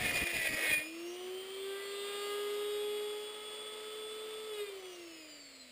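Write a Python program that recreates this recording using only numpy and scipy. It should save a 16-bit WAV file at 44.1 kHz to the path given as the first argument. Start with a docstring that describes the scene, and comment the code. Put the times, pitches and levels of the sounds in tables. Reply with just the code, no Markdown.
"""A small mains rotary tool grinds inside a hand-held copper fitting, lifts off, runs up to a free whine,
is switched off and coasts down. The motor is a stack of shaft-speed tones with mains side tones and air noise.
Knocks and grit noise excite copper and bore resonances; hand thumps and room noise are shaped noise bursts
and beds. A close microphone samples slowly and holds each sample, so every tone is mirrored
about the sampling rate."""
import sys
import numpy as np
from scipy import signal
from scipy.fft import rfft, irfft, next_fast_len
from scipy.io import wavfile
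from scipy.ndimage import uniform_filter1d

SR = 44100
rng = np.random.default_rng(int(sys.argv[2]) if len(sys.argv) > 2 else 0)


def to_wav(s):
    """Save 16-bit WAV."""
    ch = np.atleast_2d(s).T  # columns
    pcm = np.round(np.clip(ch, -1, 1) * 32767)  # PCM
    wavfile.write(sys.argv[1], SR, pcm.astype(np.int16))


N = 251850
T = np.arange(N) / SR  # time, s
LIFT_S, OFF_S = .8, 4.52  # the stone leaves the copper; the power goes off
PULL_HZ = 120  # torque pulses at twice the mains rate
MUFFLE_DB = -3  # the free-running tones inside the fitting


def motor(turns, shaft_hz):
    """Shaft tones, mains buzz and moving air; while powered the torque pulses at twice the mains rate."""
    air_db, = curves(BREEZE)
    power = np.clip((OFF_S - T) / 0.035, 0, 1)
    pull = power * (np.cos(2 * np.pi * PULL_HZ * T) + 0.11 * np.cos(4 * np.pi * PULL_HZ * T))
    tones = whine(turns, shaft_hz, pull) + rattle(turns, shaft_hz) + commutator(turns, shaft_hz)
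    mains = power * (buzz(turns, shaft_hz) + hum())
    hiss = power * brush_hiss(turns, air_db, pull)
    return tones + mains + hiss + cooling_air(turns, air_db, pull)


# Speed dragged down by the stone: t/s, f/Hz (turns a second)
LOADED_SPEED = [(0, 363.5), (.14, 349.8), (.28, 345.7), (.49, 319.5), (.63, 316.5), (.77, 304), (.8, 304)]
# set free, the shaft gains speed quickly, then creeps on
FREE_S, GAIN_HZ, GAIN_S, CREEP_HZ, CREEP_S = .8, 91.46, .4569, 277.1, 23.8
SLACK_S, SLACK_HZ, SLACK_LENGTH_S = 3.12, 1.2, .2  # the climb slackens briefly, then catches up
# coasting from the top speed: bearing friction and air drag
COAST_S, TOP_HZ, FRICTION_HZ_PER_S, DRAG_S = 4.491, 433, 60.9, 3.604


def speed():
    """Turns a second: loaded, running up towards a limit, then slowed by constant friction plus drag."""
    free, off = np.maximum(T - FREE_S, 0), np.maximum(T - COAST_S, 0)
    up = curves(LOADED_SPEED)[0]
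    up += GAIN_HZ * (1 - np.exp(-free / GAIN_S)) + CREEP_HZ * (1 - np.exp(-free / CREEP_S))
    up -= SLACK_HZ * np.exp(-((T - SLACK_S) / SLACK_LENGTH_S) ** 2)
    rest = FRICTION_HZ_PER_S * DRAG_S
    coast = (TOP_HZ + rest) * np.exp(-off / DRAG_S) - rest
    return np.minimum(up, coast)


# Housing shaken once a turn: t/s, level/dB
WHINE_LEVEL = [(0, -66), (.05, -66), (.27, -53), (.4, -59), (.69, -52), (.8, -53.5), (.86, -47.5),
               (1.6, -43), (2.4, -37), (3.2, -48), (4, -40), (4.48, -40), (4.53, -36.5), (4.57, -43.5),
               (4.62, -42), (4.9, -52), (5.5, -59), (5.71, -56)]
# Bench and room resonances the whine sweeps through: f/Hz, width/Hz, relative level/dB
BENCH_MODES = [(348.9, 17.4, -6), (371.3, 11.7, -5.5), (391, 6.9, -7.5), (400.8, 7.5, -16),
               (417.86, 4.4, 0), (517, 72.5, 3)]


def whine(turns, shaft_hz, pull):
    """The unbalanced rotor shakes the housing once a turn and excites the bench and room; two overtones."""
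    once_a_turn = ring(tone(turns, 0.18 * wander(40)), BENCH_MODES)
    shake = amp(curves(WHINE_LEVEL)[0]) * once_a_turn * (1 + 0.065 * pull)
    shake += tone(2 * turns, order_db(shaft_hz, 2) + 2.1 * wander(22))
    return shake + tone(3 * turns, order_db(shaft_hz, 3) + 1.1 * wander(18))


# Bearing tones: multiples of the shaft speed
RATTLE_ORDERS = (4, 5, 6, 10, 11, 12, 13)


def rattle(turns, shaft_hz):
    """Bearing rattle: shaft multiples whose timing and level waver."""
    return sum(tone(k * turns + 0.036 * wander(16), order_db(shaft_hz, k) + 2.0 * wander(10))
               for k in RATTLE_ORDERS)


BESIDE_OCTAVE_DB = -18  # one turn below and above the octave of the bar tone


def commutator(turns, shaft_hz):
    """Bar tone at 8 per turn and its octave; running out of round adds tones one turn below and above."""
    bars = sum(tone(k * turns, order_db(shaft_hz, k) + 1.6 * wander(25)) for k in (7, 8, 9))
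    octave_db = order_db(shaft_hz, 16)
    bars += tone(16 * turns + .03 * wander(30), octave_db + 2.5 * wander(25))
    return bars + sum(tone(k * turns, octave_db + BESIDE_OCTAVE_DB + 2.5 * wander(8)) for k in (15, 17))


# Swells of each shaft multiple: multiple, speed f/Hz, width/Hz, level/dB
ORDER_SWELLS = [(2, 303, 40, -59.5), (2, 345, 40, -62.5), (2, 366, 23, -59.5), (2, 394, 4.6, -62.5),
                (2, 408, 5, -59.5), (2, 419, 14.8, -59.5), (2, 431, 6.5, -74), (3, 367, 30, -67),
                (3, 397, 13, -59), (3, 409, 9.6, -49.5), (3, 428, 22, -58.5), (4, 395, 6.2, -56),
                (4, 407, 13.2, -56), (4, 422, 14, -74.5), (5, 397, 5.5, -54.5), (5, 406, 17.4, -54.5),
                (5, 420, 22, -64.5), (6, 341, 18, -72), (6, 391, 16, -60), (6, 406, 3.8, -56),
                (6, 417, 5.1, -61.5), (6, 430, 10, -71), (7, 392, 8, -62), (7, 408, 11.3, -54.5),
                (7, 418, 6.6, -59.5), (7, 427, 17, -62), (8, 310, 26, -60.5), (8, 348, 52, -60),
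                (8, 386, 35, -59), (8, 409, 4.1, -70), (8, 418, 22, -51.5), (8, 426, 4.8, -50.5),
                (8, 431, 7.4, -52.5), (9, 315, 19, -61.5), (9, 360, 16, -60), (9, 391, 7.4, -54),
                (9, 404, 6.5, -49), (9, 415, 5.3, -54.5), (9, 428, 18, -74), (10, 403, 18, -59.5),
                (11, 401, 29, -60), (12, 408, 31, -62), (13, 411, 14, -69), (10, 293, 15, -60.5),
                (11, 408, 1.8, -55), (16, 249, 28, -59.5), (16, 281, 38, -53.5), (16, 314, 28, -58.5),
                (16, 352, 39, -59)]
# Extra swells while the stone presses on the copper: multiple, speed f/Hz, width/Hz, level/dB
PRESSED_SWELLS = [(2, 364, 11, -45), (2, 354.4, 17, -49), (2, 322, 16, -53), (2, 308, 4.5, -47),
                  (5, 352, 16, -51), (6, 328, 10, -43), (6, 308, 8, -51), (7, 311, 8, -43.5),
                  (8, 334, 36, -50)]
# Change of each multiple once the power is off: multiple -> level/dB
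COAST_CHANGE = {2: -6, 3: -7, 4: -7.5, 5: -3, 6: 5, 7: 2, 8: -0.5, 9: 1, 10: -1.5, 11: -7, 12: -2, 13: -3,
                16: -2.5}
COAST_FADE_S = .04
COAST_SHIFT_HZ = 8  # coasting, the swells come at a slightly higher speed


def order_db(shaft_hz, k):
    """Level of one shaft multiple in dB, swelling at certain speeds and changed by load and power."""
    pressed = np.clip((LIFT_S + .04 - T) / .06, 0, 1)
    coasting = np.clip((T - OFF_S) / COAST_FADE_S + .5, 0, 1)
    free = swell(shaft_hz - COAST_SHIFT_HZ * coasting, [row[1:] for row in ORDER_SWELLS if row[0] == k])
    extra = swell(shaft_hz, [row[1:] for row in PRESSED_SWELLS if row[0] == k])
    free = free * amp(MUFFLE_DB * pressed + COAST_CHANGE[k] * coasting) ** 2
    return 10 * np.log10(free + pressed * extra + 1e-9)


def swell(shaft_hz, rows):
    """Power of a tone that peaks at the listed speeds."""
    return sum(amp(db) ** 2 / (1 + (2 * (shaft_hz - hz) / width) ** 2) ** 2 for hz, width, db in rows)


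# Side-tone pairs around shaft multiples 2 to 12: relative level/dB
BUZZ_PAIRS = [-11, -7.5, -7, -10, -8, 3, 1.5, -3.5, -11, -8.5, -11]
# Mains buzz against shaft speed: speed f/Hz, width/Hz, level/dB
BUZZ_LEVEL = [(382, 30, -73), (408.2, 25, -64), (430, 16, -74)]
# Upper side tone of the bars against shaft speed: speed f/Hz, width/Hz, level/dB
BAR_SIDE_LEVEL = [(332, 30, -60), (379, 53, -57.5), (418, 4.4, -61)]
SECOND_SIDE_DB = -8.5  # two mains pulses above the bar tone


def buzz(turns, shaft_hz):
    """The mains pulse splits shaft multiples into side tones below and above, and adds two above the bars."""
    muffle_db = MUFFLE_DB * (T < LIFT_S)
    pair_db = 10 * np.log10(swell(shaft_hz, BUZZ_LEVEL)) + muffle_db
    side_db = 10 * np.log10(swell(shaft_hz, BAR_SIDE_LEVEL)) + muffle_db
    pairs = sum(tone(k * turns + side * PULL_HZ * T, pair_db + db + 3.1 * wander(5.2))
                for k, db in enumerate(BUZZ_PAIRS, start=2) for side in (-1, 1))
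    bar_sides = sum(tone(8 * turns + n * PULL_HZ * T, side_db + db + 2.5 * wander(9))
                    for n, db in ((1, 0), (2, SECOND_SIDE_DB)))
    return pairs + bar_sides


def brush_hiss(turns, air_db, pull):
    """The brushes hiss over the bars in mains pulses: a wide noise band riding near the bar tone."""
    noise = evened(signal.lfilter(*signal.butter(2, 450., fs=SR), rng.standard_normal(N)))
    return (1 + .3 * pull) * noise * tone(8.2 * turns, air_db - 9)


# Cooling air and brush hiss: t/s, level/dB
BREEZE = [(0, -46.5), (.2, -45), (.4, -58), (.6, -44), (.87, -57), (1.1, -55), (1.65, -54.5), (2.1, -50.5),
          (2.45, -51), (2.8, -53.5), (4.6, -53.5), (4.95, -56.5), (5.3, -62), (5.71, -64.5)]
# Air noise spectrum: f/Hz, relative level/dB per Hz
AIR_SPECTRUM = [(88, -70), (150, -37), (231, -23), (371, -11.5), (395, -16), (426, -11.5), (482, -8),
                (788, -20.5), (1180, -14.5), (1270, -13.5), (1530, -20), (3390, -13.5), (4830, -31),
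                (5900, -25), (7670, -72), (13000, -120)]


def cooling_air(turns, air_db, pull):
    """Sparking brushes and fan blades chop the air noise at the mains pulse and once a turn."""
    chop = (1 + .11 * pull) * (1 + .3 * np.cos(2 * np.pi * turns))
    return amp(air_db + 0.52 * wander(14)) * colour(chop * rng.standard_normal(N), AIR_SPECTRUM)


# Windings under mains current: f/Hz, level/dB
HUM_TONES = [(120, -89.5), (240, -72.5)]


def hum():
    """The windings hum at fixed multiples of the mains rate."""
    return sum(tone(hz * T, db + 2.0 * wander(3.116)) for hz, db in HUM_TONES)


# Scrape spectrum: f/Hz, relative level/dB per Hz
SCRAPE_SPECTRUM = [(150, -49), (250, -19), (348, -24), (382, -6), (623, 0), (780, -7.5), (1470, -18),
                   (1890, -10), (2310, -32), (2460, 6), (2700, 0), (4970, -12.5), (5900, -35), (7670, -62),
                   (13000, -120)]
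# Ring of the fitting: f/Hz, width/Hz, relative level/dB
WALL_MODES = [(2442, 16, 0), (2417, 30, -6)]
# Air and damped wall: f/Hz, width/Hz, relative level/dB
BORE_MODES = [(1820, 340, -2), (1990, 150, -1), (2184, 330, 0.5)]
# Upper modes of the fitting, coming and going as the grip shifts: f/Hz, width/Hz, relative level/dB
SHELL_MODES = [(3293, 36, -15), (3580, 200, -20), (4030, 95, -24)]
# Thin rim: f/Hz, width/Hz, relative level/dB
SCREECH_MODES = [(4680, 130, -4.5), (5020, 120, -2), (5370, 49, -7.5), (5600, 17, -11)]


def grinding(turns):
    """The high spot of the stone knocks once a turn, unevenly; its grit scrapes hardest just after."""
    scrape_db, wall_db, bore_db, screech_db = bite_levels()
    knocks = (np.diff(np.floor(turns), prepend=0) > 0) * amp(2.6 * rng.standard_normal(N))
    chatter = amp(2.1 * wander(80) + .9 * wander(30))
    after_knock = np.exp(-(turns % 1) / 0.62)
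    grit = evened((0.53 + after_knock) * rng.standard_normal(N) * chatter)
    chattering_knocks = evened(knocks * chatter)
    drive = 0.37 * chattering_knocks + 1.13 * grit
    # the ringing wall bounces against the stone and partly keeps itself going: a wavering tone
    contact = np.clip((LIFT_S - T) / .04, 0, 1)
    squeal = tone(WALL_MODES[0][0] * T + .13 * contact * wander(40), 1.5 * contact * wander(30))
    wall = .7 * squeal + .7 * contact * ring(evened(knocks) + .7 * grit, WALL_MODES)
    # the low resonances answer mostly to the knocks, so shaft multiples glide through them
    bore = ring(ring(chattering_knocks + .85 * grit, BORE_MODES), BORE_MODES)
    scrape = colour(drive, SCRAPE_SPECTRUM) + loosely(drive, SHELL_MODES)
    screech = loosely(drive, SCREECH_MODES)
    return (amp(scrape_db) * scrape + amp(screech_db) * screech
            + amp(wall_db) * wall + amp(bore_db) * bore)


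# Bites of the stone: t/s, length/s, then level/dB of scrape, wall ring, bore resonance, screech
BITES = [(0.053, 0.056, -38.5, -41.5, -37, -52), (0.094, .055, -47, -36.5, -42, -55),
         (0.163, 0.042, -38, -37.5, -39, -44.5), (0.244, 0.063, -43, -37, -44.5, -57),
         (0.353, 0.053, -42.5, -38, -52, -57), (0.42, 0.081, -41, -47, -39.5, -53),
         (0.462, 0.033, -41.5, -34.5, -37, -61), (0.523, 0.088, -53, -59, -46, -52),
         (0.67, 0.07, -39, -39, -34.5, -55), (0.726, 0.048, -44, -31, -39, -54),
         (0.779, 0.033, -46, -38, -54, -58)]
# Rub between bites, in the same layer order: level/dB
RUB_LEVELS = [-46, -44.5, -40.5, -58.5]
# Dying away after the last bite, in the same layer order: fall/dB per s
FALL_RATES = [168, 100, 238, 170]
RELEASE_S = .785


def bite_levels():
    """Level in dB of each grinding layer: a steady rub, the bites, then the fall."""
    s, length, *columns = np.transpose(BITES)
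    t = np.minimum(T, RELEASE_S)[:, None]
    shape = np.exp(-(2 * (t - s) / length) ** 2)
    since_release = np.maximum(T - RELEASE_S, 0)
    return [10 * np.log10(amp(rub_db) ** 2 + shape @ amp(db) ** 2) - fall * since_release
            for db, rub_db, fall in zip(columns, RUB_LEVELS, FALL_RATES)]


def loosely(drive, modes):
    """Modes that come and go each on its own."""
    return sum(amp(db + 3.7 * wander(8.1)) * ring(drive, [(hz, width, 0)]) for hz, width, db in modes)


# Thumps through the hands: t/s, level/dB, length/s
THUMPS = [(0.034, -41.5, 0.09), (0.082, -47.5, 0.11), (0.154, -48, 0.14), (0.226, -41, 0.054),
          (0.374, -50, 0.14), (0.455, -54, .04), (0.503, -47, 0.061), (0.539, -42.5, 0.058),
          (0.573, -50, 0.019), (0.671, -59, 0.035), (0.713, -50, 0.088), (0.784, -54.5, 0.071),
          (2.8, -76, 0.87)]
# Thump spectrum: f/Hz, relative level/dB per Hz
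THUMP_SPECTRUM = [(12, -33), (20, 0), (129, 1.5), (216, 0.5), (293, 0), (330, -6), (430, -8), (730, -120)]


def hands():
    """Low noise bursts through the hands, plus weaker independent noise of opposite sign in the two channels."""
    bursts = sum(amp(db) * np.cos(np.pi * np.clip((T - s) / length, -.5, .5)) ** 2
                 for s, db, length in THUMPS)
    both = colour(rng.standard_normal(N), THUMP_SPECTRUM)
    opposite = colour(rng.standard_normal(N), THUMP_SPECTRUM)
    return bursts * (both + amp(-14.0) * opposite * np.array([[1], [-1]]))


# Workshop noise spectrum: f/Hz, relative level/dB per Hz
ROOM_SPECTRUM = [(12, -47), (20, -13.5), (179, -15), (232, -15.5), (274, -10), (339, -22.5), (645, -1.5),
                 (859, -36), (1170, -25), (1670, -11), (2120, -3.5), (3500, -11.5), (4760, -3),
                 (5900, -18.5), (7670, -55), (13000, -120)]
ROOM_DB = -57.5


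def room():
    """The quiet workshop: steady shaped noise."""
    return amp(ROOM_DB) * colour(rng.standard_normal(N), ROOM_SPECTRUM)


def amp(db):
    """dB to gain."""
    return 10 ** (np.asarray(db) / 20)


def evened(x):
    """Scaled to rms 1."""
    return x / np.sqrt(np.mean(x ** 2) + 1e-20)


def curves(rows):
    """Each column of a table as a value per sample."""
    s, *columns = np.transpose(rows)
    return [np.interp(T, s, c) for c in columns]


def colour(x, points):
    """Shapes x by a spectrum drawn over log frequency, rms 1."""
    f, db = np.transpose(points)
    size = next_fast_len(N)
    hz = np.fft.rfftfreq(size, 1 / SR)
    gain = amp(np.interp(np.log(hz + 1), np.log(f + 1), db))
    return evened(irfft(rfft(x, size) * gain, size)[:N])


def ring(x, modes):
    """Two-pole resonances of equal peak gain times their dB, rms 1."""
    out = 0
    for hz, width, db in modes:
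        r = np.exp(-np.pi * width / SR)
        poles = [1, -2 * r * np.cos(2 * np.pi * hz / SR), r * r]
        out = out + amp(db) * (1 - r) * signal.lfilter([1, 0, -r], poles, x)
    return evened(out)


def wander(per_s):
    """Slow chance: smoothed random points, rms 1, joined by lines; a higher rate wavers faster."""
    step = max(int(SR / per_s / 4), 1)
    count = N // step + 2
    points = evened(uniform_filter1d(rng.standard_normal(count), size=3))
    return np.interp(np.arange(N), np.arange(count) * step, points)


def tone(turns, db):
    """A sine of the given rms level that follows a running count of cycles from a random phase."""
    return np.sqrt(2) * amp(db) * np.cos(2 * np.pi * (turns + rng.random()))


def scene():
    """Tool, copper, hands and the quiet workshop, mixed together."""
    shaft_hz = speed()
    turns = np.cumsum(shaft_hz) / SR
    return motor(turns, shaft_hz) + grinding(turns) + hands() + room()


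EDGE_HZ = 15310  # upper band limit


def record(dry):
    """Sampled 12000 times a second and held, which mirrors the spectrum; then the band limit."""
    slow = signal.resample_poly(dry, 40, 147, axis=1, window=("kaiser", 8))
    held = np.repeat(slow, 4, axis=1)  # 48000 a second
    held = signal.resample_poly(held, 147, 160, axis=1)[:, :N]
    band = signal.firwin(1501, EDGE_HZ, window=("kaiser", 8), fs=SR)
    return signal.oaconvolve(held, band[None], "same")


dry = scene()
out = record(dry)
to_wav(out)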